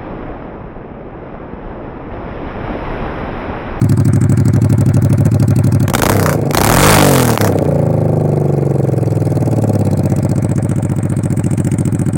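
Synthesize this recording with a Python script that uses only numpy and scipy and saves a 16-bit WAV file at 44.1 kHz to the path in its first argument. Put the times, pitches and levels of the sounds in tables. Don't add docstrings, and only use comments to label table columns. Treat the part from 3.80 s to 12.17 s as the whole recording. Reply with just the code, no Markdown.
import sys
import numpy as np
from scipy import signal
from scipy.io import wavfile
from scipy.ndimage import uniform_filter1d

SR = 44100
rng = np.random.default_rng(int(sys.argv[2]) if len(sys.argv) > 2 else 0)


def wav_record(signal):
    frames = np.transpose(np.atleast_2d(signal))
    bounded = np.clip(frames, -1, 1)
    quanta = np.round(bounded * 32767).astype(np.int16)
    wavfile.write(sys.argv[1], SR, quanta)


N = 369116
T = np.arange(N) / SR


def amp(db):
    return 10 ** (np.asarray(db) / 20)


def noise():
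    return rng.standard_normal(N)


def ramp(x, start, end):
    return np.clip((x - start) / (end - start), 0, 1)


def follow(rows):
    s, *columns = np.transpose(rows)
    return [np.interp(T, s, c) for c in columns]


# (time [s], four-stroke cycles [1/s])
ENGINE_SPEED = [(0.0, 12.67), (0.9, 12.24), (1.31, 12.62), (1.59, 12.18), (2.05, 12.61), (2.32, 35.31),
                (2.61, 25.36), (2.72, 24.53), (2.9, 39.22), (3.04, 50.76), (3.13, 53.93), (3.41, 41.87),
                (3.67, 33.02), (4.05, 26.9), (5.0, 22.52), (6.24, 15.73), (6.71, 14.92), (8.37, 14.3)]
# (opening starts [s], shutting starts [s], afterfire ends [s])
TWISTS = [(2.055, 2.31, 2.563), (2.692, 3.152, 3.70)]
OPEN_S, SHUT_S = 0.069, 0.0488
IDLE_SPEED, COAST_SPEED, CRACK_SPEED, RIP_SPEED = 14.32, 22.6, 33, 45.5
MID_SPEED = 25
START_CYCLE, REAR_CYCLE = -.212, .325
SKIP_S, SKIP_CYCLES = 1.458, .318
LULL_AFTER_S, LULL_WIDTH_S = 0.077, .11

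RATE = follow(ENGINE_SPEED)[0]
THROTTLE = sum(ramp(T, opens, opens + OPEN_S) - ramp(T, shuts, shuts + SHUT_S)
               for opens, shuts, _ in TWISTS)
OVERRUN = (1 - THROTTLE) * ramp(RATE, IDLE_SPEED, COAST_SPEED)
IDLING = (1 - THROTTLE) * (1 - OVERRUN)
COASTING = np.clip(0.13 + 0.68 * OVERRUN, 0, 1)
SHOCKED = np.clip(0.0049 + 0.93 * np.maximum(THROTTLE, ramp(RATE, CRACK_SPEED, RIP_SPEED)), 0, 1)
DRIVEN_SHOCK = SHOCKED * (1 - COASTING)
RACING = ramp(RATE - 6 * THROTTLE, 34, 40)
LULL = sum(np.exp(-((T - ends - LULL_AFTER_S) / LULL_WIDTH_S) ** 2) for _, _, ends in TWISTS)
HUNTING = uniform_filter1d(uniform_filter1d(noise(), size=SR // 10), size=SR // 20)
LUMPY = .005 * HUNTING / HUNTING.std() * (1 - OVERRUN - THROTTLE) ** 2
SKIP = SKIP_CYCLES * ramp(T, SKIP_S - .006, SKIP_S + .006)
CYCLE = START_CYCLE + np.cumsum(RATE) / SR + SKIP + LUMPY


def clicks(s, size):
    samples = np.clip(np.round(s * SR).astype(int), 0, N)
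    return np.bincount(samples, size * (s > 0), N + 1)[:N]


SPUTTER_DB, SPUTTER_S = 4.5, .0006


def beats(place, uneven_db, jitter_s, late_s=0):
    turns = np.arange(np.ceil(CYCLE[0] - place), CYCLE[-1] - place)
    s = np.interp(turns + place, CYCLE, T)
    rougher = 1 + 0.83 * np.interp(s, T, DRIVEN_SHOCK)
    slip, size = rng.standard_normal((len(s), 2)).T * rougher
    sputter = np.interp(s, T, LULL)
    s = s + late_s + (jitter_s + SPUTTER_S * sputter) * slip
    return clicks(s, amp((uneven_db + SPUTTER_DB * sputter) * size))


def die(x, decay_s):
    r = np.exp(-1 / (decay_s * SR))
    return signal.lfilter([1 - r], [1, -r], x)


def ring(x, modes, low_hz, high_hz):
    t = T[:SR // 6]
    tone = sum(strength * width * np.exp(-np.pi * width * t) * np.cos(2 * np.pi * hz * t)
               for hz, width, strength in modes)
    register = signal.butter(3, [low_hz, high_hz], "band", fs=SR, output="sos")
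    return signal.sosfilt(register, signal.oaconvolve(x, tone)[:N])


def colour(x, points):
    hz, db = np.transpose(points)
    octave = np.log2(np.fft.rfftfreq(8192, 1 / SR) + 1)
    inside = np.clip(octave, np.log2(hz[0]), np.log2(hz[-1]))
    db = np.interp(octave, np.log2(hz), db) - 30 * abs(octave - inside)
    log_gain = np.log(amp(np.maximum(db, -100)))
    mirrored = np.r_[log_gain, log_gain[-2:0:-1]]
    taps = np.fft.ifft(np.exp(np.conj(signal.hilbert(mirrored)))).real
    return signal.oaconvolve(x, taps[:len(taps) // 2])[:N]


def steady(x):
    first, last = np.interp(CYCLE - 1, CYCLE, T), np.interp(CYCLE + 1, CYCLE, T)
    energy = np.cumsum(x ** 2) / SR
    power = (np.interp(last, T, energy) - np.interp(first, T, energy)) / (last - first)
    return x / np.sqrt(power + 1e-20)


def mottle(x, depth_db):
    z = signal.stft(x, nperseg=128)[2]
    patches = uniform_filter1d(rng.standard_normal(z.shape[::-1]), size=16, axis=0)
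    patches = uniform_filter1d(patches, size=3, axis=1).T
    return signal.istft(z * amp(depth_db * patches / patches.std()), nperseg=128)[1][:N]


def yard(x, wet_db, t60):
    t = T[:SR // 3]
    sparse = (rng.random(len(t)) < .1) * (t > .004)
    taps = rng.standard_normal(len(t)) * sparse * amp(-60 * t / t60)
    return x + amp(wet_db) * signal.oaconvolve(x, taps / np.linalg.norm(taps))[:N]


def loudness(idle_db, throttle_db, throttle_rise, coast_db, coast_rise):
    faster = RATE - MID_SPEED
    driven = THROTTLE * (throttle_db + throttle_rise * faster)
    coasting = OVERRUN * (coast_db + coast_rise * faster)
    return (1 - THROTTLE - OVERRUN) * idle_db + driven + coasting


FIRING_PUFFS = [(-0.011, -0.71, -0.5, 0.056), (0.065, 0.29, -0.082, -0.042), (0.199, -1.07, 0.31, -0.012),
                (0.313, -0.41, -0.57, 0.18), (0.406, 0.41, -0.16, 0.2), (0.516, 0.27, -0.25, 0.14),
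                (0.618, -0.17, -0.11, -0.075)]
COASTING_PUFFS = [(-0.011, -0.3, 0.55, -0.34), (0.065, 0.89, -0.29, 0.036), (0.199, 1, -0.25, 0.16),
                  (0.313, -0.29, 0.79, -0.77), (0.406, 0.66, -0.65, -0.47), (0.516, 0.14, 0.32, -0.54),
                  (0.618, 0.17, 0.11, 0.036)]
# (frequency [Hz], width [Hz], signed strength at the mouth [relative])
BOOM_MODES = [(106.35, 9.8, -1.17), (135.6, 27, -0.88)]
BARK_MODES = [(179, 84.5, 1.277), (247, 134, -1.075), (307, 51, -0.12), (368.8, 36, 0.68)]
BRAY_MODES = [(471, 140, 1.54), (546.4, 9.3, 0.54), (598, 67, -0.33), (729.6, 11.5, 0.61), (940, 47, -0.22)]


def pipes(boom_db, bark_db, bray_db):
    push = np.zeros((3, N))
    for puffs, share in (FIRING_PUFFS, 1 - COASTING), (COASTING_PUFFS, COASTING):
        for place, *sizes in puffs:
            puff = beats(place, uneven_db=.7, jitter_s=.00003, late_s=-0.00401)
            push += np.outer(sizes, share * puff)
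    swirl = die(abs(push[2]), decay_s=.008) * noise() * (1 + 1.5 * DRIVEN_SHOCK)
    boom = ring(push[0], BOOM_MODES, low_hz=82.0, high_hz=205.6)
    bark = ring(push[1] + 1.2 * swirl, BARK_MODES, low_hz=162, high_hz=425)
    bray = ring(push[2] + .45 * swirl, BRAY_MODES, low_hz=387, high_hz=860)
    bray = (1 - 0.5 * IDLING) * (1 - 0.99 * RACING) * steady(bray) + 0.67 * IDLING * overtones()
    low = amp(boom_db - 1.7 * RACING) * steady(boom) + amp(bark_db - 2 * RACING) * steady(bark)
    return low + amp(bray_db) * steady(bray)


# (frequency when hot [Hz], width [Hz], strength before the revs [relative], strength after [relative])
OVERTONES = [(444, 24, 0.041, 0.28), (532, 37, 0.97, 0.93), (622.7, 22, 0.91, 0.64), (740, 35, 0.21, 0.47),
             (856, 16, 0.21, .21)]
COOL_PITCH = 0.921


def overtones():
    push = sum(size * beats(place, uneven_db=3.5, jitter_s=.00004)
               for place, size in [(.3, 0.83), (.45, 0.44), (.565, 0.51)])
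    cool_modes = [(hz * COOL_PITCH, width, before) for hz, width, before, _ in OVERTONES]
    hot_modes = [(hz, width, after) for hz, width, _, after in OVERTONES]
    cool = ring(push, cool_modes, low_hz=407, high_hz=960)
    hot = ring(push, hot_modes, low_hz=400, high_hz=920)
    heat = ramp(T, TWISTS[0][0], TWISTS[-1][-1])
    return steady((1 - heat) * cool + heat * hot)


# (start [cycles], length [cycles],
# from [Hz], to [Hz], idle level [dB], coasting level at MID_SPEED [dB])
SWOOPS = [(-.08, 0.25, 281, 512, -42.5, -31), (0.199, 0.501, 449, 760, -50, -31.5),
          (0.281, 0.452, 292, 530, -39, -28.5), (.37, 0.38, 527.5, 659, -35.5, -34),
          (.45, 0.38, 1000, 1233, -54.5, -45.5)]


def swoops(rise_db=0.25, driven_db=-3, uneven_db=1.5):
    out = np.zeros(N)
    for place, length, from_hz, to_hz, idle_db, coast_db in SWOOPS:
        crank = CYCLE - place
        stroke = np.minimum(crank % 1 / length, 1)
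        turns = np.cumsum(from_hz + (to_hz - from_hz) * stroke) / SR
        turns -= np.interp(np.floor(crank), crank, turns)
        size_db = uneven_db * rng.standard_normal(size=400)[np.floor(crank).astype(int)] * (1 - OVERRUN)
        note = steady(np.sin(np.pi * stroke) ** 2 * np.sin(2 * np.pi * turns))
        level_db = loudness(idle_db, coast_db + driven_db, rise_db, coast_db, rise_db)
        out += note * amp(size_db + level_db)
    return out


# (frequency [Hz], level [relative dB])
SHOCK_COLOUR = [(300, -16), (600, 5), (1000, 1.5), (1400, 1), (2000, -5), (3000, -16.5), (6000, -11.5),
                (16000, -14.5)]
RASP_COLOUR = [(700, 11), (1500, -3), (3000, -4), (5000, -8.5), (8000, -5.5), (12000, -10.5), (16000, -12)]


def blast(shock_db, rasp_db, round_trip_s=0.0043, echo=0.053):
    shocks = np.zeros(N)
    for trip in range(4):
        for place in 0, REAR_CYCLE:
            bounce = np.clip(echo + 0.86 * COASTING, 0, 1) ** trip
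            shocks += bounce * beats(place, uneven_db=-1.5, jitter_s=.00005, late_s=trip * round_trip_s)
    firing = 0.52 * beats(0, uneven_db=3.5, jitter_s=.0001)
    firing += beats(REAR_CYCLE, uneven_db=5.5, jitter_s=.0001)
    burst = die(die(firing, decay_s=0.00025), decay_s=0.00023)
    burst += (0.59 + 0.48 * COASTING) * die(firing, decay_s=0.0053)
    jet = steady(burst * noise() * amp(7.4 * noise()))
    crack = yard(colour(steady(shocks) + 0.87 * jet, SHOCK_COLOUR), wet_db=-11.5, t60=0.048)
    rasp = yard(colour(jet, RASP_COLOUR), wet_db=-10.0, t60=0.021)
    return amp(shock_db) * steady(crack) + amp(rasp_db - 1.5) * steady(rasp)


RIP_SHOCKS = [(0, 0.89, 0.1), (0.231, 0.066, 0.46), (0.34, 0.58, 0.078), (.52, 0.53, 1), (.63, .15, .45),
              (.77, 0.42, 0.25)]
# (frequency [Hz], level [relative dB])
RIP_COLOUR = [(200, -23), (380, -17), (580, 11), (720, 2.5), (920, 3), (1080, -5), (1300, 2), (2000, -6.5),
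              (3500, -10.5), (8000, -8.5), (16000, -9)]
RIP_SPIT_COLOUR = [(900, -8), (1600, -2), (3000, -2), (5500, -5), (8500, 1.5), (12000, -6), (16000, -14)]


def rip(top_db=-13.5, top_speed=52, db_per_speed=0.17, coast_db=0.5, bounce=0.17, bounce_s=0.00108):
    shocks = np.zeros(N)
    for place, driven, coasting in RIP_SHOCKS:
        size = THROTTLE * driven + (1 - THROTTLE) * coasting
        shocks += size * beats(place, uneven_db=3.2, jitter_s=.00003)
    wave = colour(-shocks - bounce * np.interp(T - bounce_s, T, shocks), RIP_COLOUR)
    spit = steady(colour(die(shocks, decay_s=.0008) * noise(), RIP_SPIT_COLOUR))
    level_db = top_db + db_per_speed * (RATE - top_speed) + coast_db * (1 - THROTTLE)
    return RACING * amp(level_db) * (.8 * steady(wave) + .45 * spit)


# (frequency [Hz], level [relative dB])
FRONT_COLOUR = [(300, 0), (700, 1), (1200, 1.5), (2000, -1.5), (4000, -8.5), (8000, -13.5), (16000, -20)]


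def front(push, bounce=0.26, bounce_s=0.00088):
    return -colour(push + bounce * np.interp(T - bounce_s, T, push), FRONT_COLOUR)


# (time [s], spit level [relative dB], body level [relative dB])
FIRINGS = [(2.0983, -4, -14), (2.137, -1, -11), (2.1503, 5.5, -2.5), (2.18, -8, -14), (2.193, -12.5, -14.5),
           (2.2195, -7, -4.5), (2.232, -9, -7), (2.255, -11, -5), (2.2644, -8, -7), (2.2876, -13, -21),
           (2.2957, 1, -2.5), (2.3161, -13, -29), (2.327, -11, -25), (2.736, -10.5, -16.5),
           (2.7465, 0, -1.5), (2.772, 14, -20), (2.7816, -3, -14), (2.806, -9, -14), (2.814, 7, -6),
           (2.836, 1, -11), (2.8447, -5, -1.5), (2.863, -6, -7), (2.8724, 5, -11), (2.8904, -4, -7),
           (2.899, 5, -6), (2.915, 3, -13), (2.924, 1, -10), (2.9396, 3, -9), (2.947, 5, -13),
           (2.9619, -4, -8), (2.97, 7, -3)]


def cracks(body_db=7.5, spit_db=-8.5, step=5, step_s=0.001487, tail=0.13, tail_s=0.0085):
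    burst_s = .0019
    s, spits_db, bodies_db = np.transpose(FIRINGS)
    body, spit = clicks(s, amp(bodies_db + body_db)), clicks(s, amp(spits_db + spit_db))

    def torn(x):
        return SR * (burst_s * die(x, burst_s) + tail * tail_s * die(x, tail_s)) * noise()

    shock = front(step * np.interp(T - step_s, T, body))
    return yard(colour(torn(body), SHOCK_COLOUR) + shock + colour(torn(spit), RASP_COLOUR),
                wet_db=-17, t60=0.04)


# (time [s], shock level [relative dB], trailing spit level [relative dB])
HARD_BANGS = [(2.0815, -21, -3), (2.357, -17, -10), (2.7102, -6.5, -1), (2.9854, 2, -2), (3.006, 3, -4),
              (3.0311, 4, 2), (3.0365, 1, -8), (3.042, -1, -12), (3.0462, 5, -9), (3.0623, 4, -12),
              (3.066, 2, -9), (3.0765, -1, -8), (3.0855, 8, -7), (3.094, 1, -10), (3.1, -15, -10),
              (3.105, -4, -12), (3.1192, -4, -9), (3.1238, 2, -8), (3.1346, 1, -9), (3.1425, 5, -13),
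              (3.1488, -11, -9), (3.1648, 0, -12), (3.171, -3, -2), (3.185, 2, -14), (3.1877, 0, -10),
              (3.1948, -9, -6), (3.202, -3, -12), (3.2038, -1, -10), (3.21, 3, -7), (3.2243, 4, -14),
              (3.2301, -3, -6), (3.245, -3, -14), (3.266, -1, -14), (3.3379, -4, -11), (3.3572, -5, -6),
              (3.3625, -3, -2), (3.3825, -6, 3), (3.3969, -3, -12), (3.4053, -11, -9), (3.494, -13, 4),
              (3.5758, 9, 9), (3.6119, -14, 8), (3.677, -15, 4.5), (3.723, -20, -7), (3.787, -15, -7),
              (3.852, -24, -18)]


def hard_bangs(bang_db=-1.0):
    s, shock_db, spit_db = np.transpose(HARD_BANGS)
    spit = die(clicks(s, amp(spit_db)), decay_s=0.0011) * noise()
    return amp(bang_db) * (front(14 * clicks(s, amp(shock_db))) + colour(48 * spit, SHOCK_COLOUR))


def afterfire(shock_db=-2, spit_db=6.5, place=0.67, catch_s=0.09, fade_s=0.028):
    burning = sum(ramp(T, shuts, shuts + catch_s) * (1 - ramp(T, ends - fade_s, ends))
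                  for _, shuts, ends in TWISTS)
    bangs = burning * beats(place, uneven_db=1, jitter_s=0.00032)
    spit = die(amp(spit_db) * bangs, decay_s=0.0022) * noise()
    return yard(colour(10 * amp(shock_db) * bangs + 64 * spit, SHOCK_COLOUR), wet_db=-8.0, t60=0.098)


def misfire(at_s=3.577, width_s=0.027, depth=0.92):
    return 1 - np.clip(depth, 0, 1) * np.exp(-((T - at_s) / width_s) ** 2)


# (frequency [Hz], level [relative dB])
WHIRR_COLOUR = [(700, 3), (850, 3.5), (1050, -1.5), (1450, -1.5), (1850, -5), (2300, -7.5), (2650, -25),
                (3000, -24.5), (4200, -24)]
# (frequency [Hz], width [Hz],
# strength from the first position [relative], strength from closer by [relative])
CASE_MODES = [(1152, 24, 0.43, 0.74), (1263, 40, 0.94, 0.069), (1384, 54, 1, 1), (1577, 44, .8, 0.49),
              (2142, 70, 0.059, 0.46), (2425, 31, 0.054, 0.56)]


def clatter(case_share=0.52, whirr_floor=0.75, moved_s=2.5):
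    taps = sum(size * beats(place, uneven_db=3.5, jitter_s=0.00048)
               for place, size in [(-.02, 0.95), (.3, 1), (.4, 0.47), (.56, 0.44)])
    whirr = steady(colour((steady(die(taps, decay_s=0.017)) + whirr_floor) * noise(), WHIRR_COLOUR))
    whirr = steady(mottle(whirr, depth_db=2.5))
    first_modes = [(hz, width, far) for hz, width, far, _ in CASE_MODES]
    later_modes = [(hz, width, near) for hz, width, _, near in CASE_MODES]
    first = ring(taps, first_modes, low_hz=890, high_hz=2780)
    later = ring(taps, later_modes, low_hz=890, high_hz=2840)
    moved = ramp(T, 0, moved_s)
    return steady(whirr + case_share * steady((1 - moved) * first + moved * later))


# (frequency [Hz], level [relative dB])
HISS_BESIDE = [(1650, -31), (2650, 2), (3010, -16), (3380, -4), (3670, -12), (4090, -1), (5680, -3),
               (8000, 1), (9600, 0.5), (11000, -5), (13300, -10), (15200, -6), (16000, 5.5)]
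HISS_BEHIND = [(1650, -9), (2800, -13.5), (3310, -17.5), (3670, -17), (3920, -30), (4120, -45), (4430, -41),
               (5170, -22.5), (6380, -18.5), (7600, -6.5), (8670, -1.5), (11100, -22), (14300, -28),
               (15200, -10), (16000, -39)]
# (time [s], share [0-1])
BEHIND = [(0, 0.25), (.45, 0.92), (.95, 0.04), (5.8, 0), (6.82, 0.92)]


def hiss():
    leak = die(beats(0, uneven_db=4.0, jitter_s=0.00027, late_s=-0.0066), decay_s=0.0013)
    front_jet = die(beats(0, uneven_db=2.0, jitter_s=0.00037, late_s=-0.0021), decay_s=0.0027)
    rear_jet = die(beats(REAR_CYCLE, uneven_db=-0.5, jitter_s=0.00095, late_s=-0.0014), decay_s=0.0017)
    flow = die(0.15 * leak + front_jet + rear_jet, decay_s=0.0019)
    jet = yard(steady(flow * noise()), wet_db=-18, t60=0.13)
    jet = mottle(jet + (0.05 + 0.3 * COASTING) * noise(), depth_db=3)
    behind = np.clip(follow(BEHIND)[0], 0, 1)
    return steady((1 - behind) * colour(jet, HISS_BESIDE) + behind * colour(jet, HISS_BEHIND))


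# (frequency [Hz], level [relative dB])
RUMBLE_COLOUR = [(8, -13), (25, -36), (45, -0.5), (65, -5), (120, -20), (400, -46)]


def rumble():
    return steady(colour(noise(), RUMBLE_COLOUR))


# (idle [dB], under throttle at MID_SPEED [dB],
# its rise [dB per cycle/s], coasting at MID_SPEED [dB], its rise [dB per cycle/s])
BOOM_DB = (-11.5, -19, 0.19, -14, 0.11)
BARK_DB = (-19, -19, 0.17, -18.5, 0.32)
BRAY_DB = (-30, -22.5, 0.34, -21, 0.35)
CLATTER_DB = (-37, -28, 0.91, -40, 0.7152)
HISS_DB = (-36.5, -35, 1.12, -44, 0.54)
SHOCK_DB = (-32, -21.5, 0.49, -34, 0.75)
RASP_DB = (-29.5, -26, 0.33, -33, 0.91)
# (time [s], boom [dB], bark [dB], bray [dB], clatter [dB], hiss [dB])
DRIFT = [(0, 0.7, 1.7, -7, 3.5, 1.5), (1.3, 1, 0.6, 2, 2, 1.7), (2.099, 0.5, 0.5, -1, 2.5, 3),
         (4.403, 1, 1.5, 0.95, -1, -2.5), (5.298, 0, -2.5, -1.5, 1.5, 3), (5.9, -1, 3, 5.5, 1, 4),
         (7.203, -4.5, -2, -3, 0, -3), (7.901, -3.5, 1, -4.5, -1, 3), (8.37, -4.5, 0, -5, -1.5, -1.5)]


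def scene():
    drifts = follow(DRIFT)
    layers = [BOOM_DB, BARK_DB, BRAY_DB, CLATTER_DB, HISS_DB]
    boom_db, bark_db, bray_db, clatter_db, hiss_db = (
        loudness(*layer) + drift for layer, drift in zip(layers, drifts))
    shock_db, rasp_db = loudness(*SHOCK_DB), loudness(*RASP_DB)
    lull_db = -3.5 * LULL
    exhaust = pipes(boom_db + lull_db, bark_db + 0.57 * lull_db, bray_db + 0.089 * lull_db)
    exhaust = exhaust + (1 - 0.84 * RACING) * amp(0.84 * drifts[2]) * swoops()
    calm = amp(clatter_db) * clatter() + amp(hiss_db) * hiss()
    separate = 1 - RACING * (.62 + .22 * THROTTLE)
    buffet_db = shock_db - 7.5 + 4.5 * THROTTLE - 0.24 * (RATE - MID_SPEED)
    loud = separate * blast(shock_db, rasp_db) + rip() + amp(buffet_db) * rumble()
    air = amp(-37.5 - 18 * COASTING) * rumble()
    running = exhaust + np.sqrt(1 - SHOCKED) * calm + np.sqrt(SHOCKED) * loud + separate * afterfire()
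    engine = misfire() * running + cracks() + hard_bangs() + air
    return np.array([engine, engine])


def record(dry, ceiling=0.84, edge_hz=16000):
    clipped = dry / (1 + (dry / ceiling) ** 8) ** (1 / 8)
    band_limit = signal.firwin(511, edge_hz, window=("kaiser", 8), fs=SR)
    return signal.oaconvolve(clipped, band_limit[None], "same")


dry = scene()
out = record(dry)
wav_record(out)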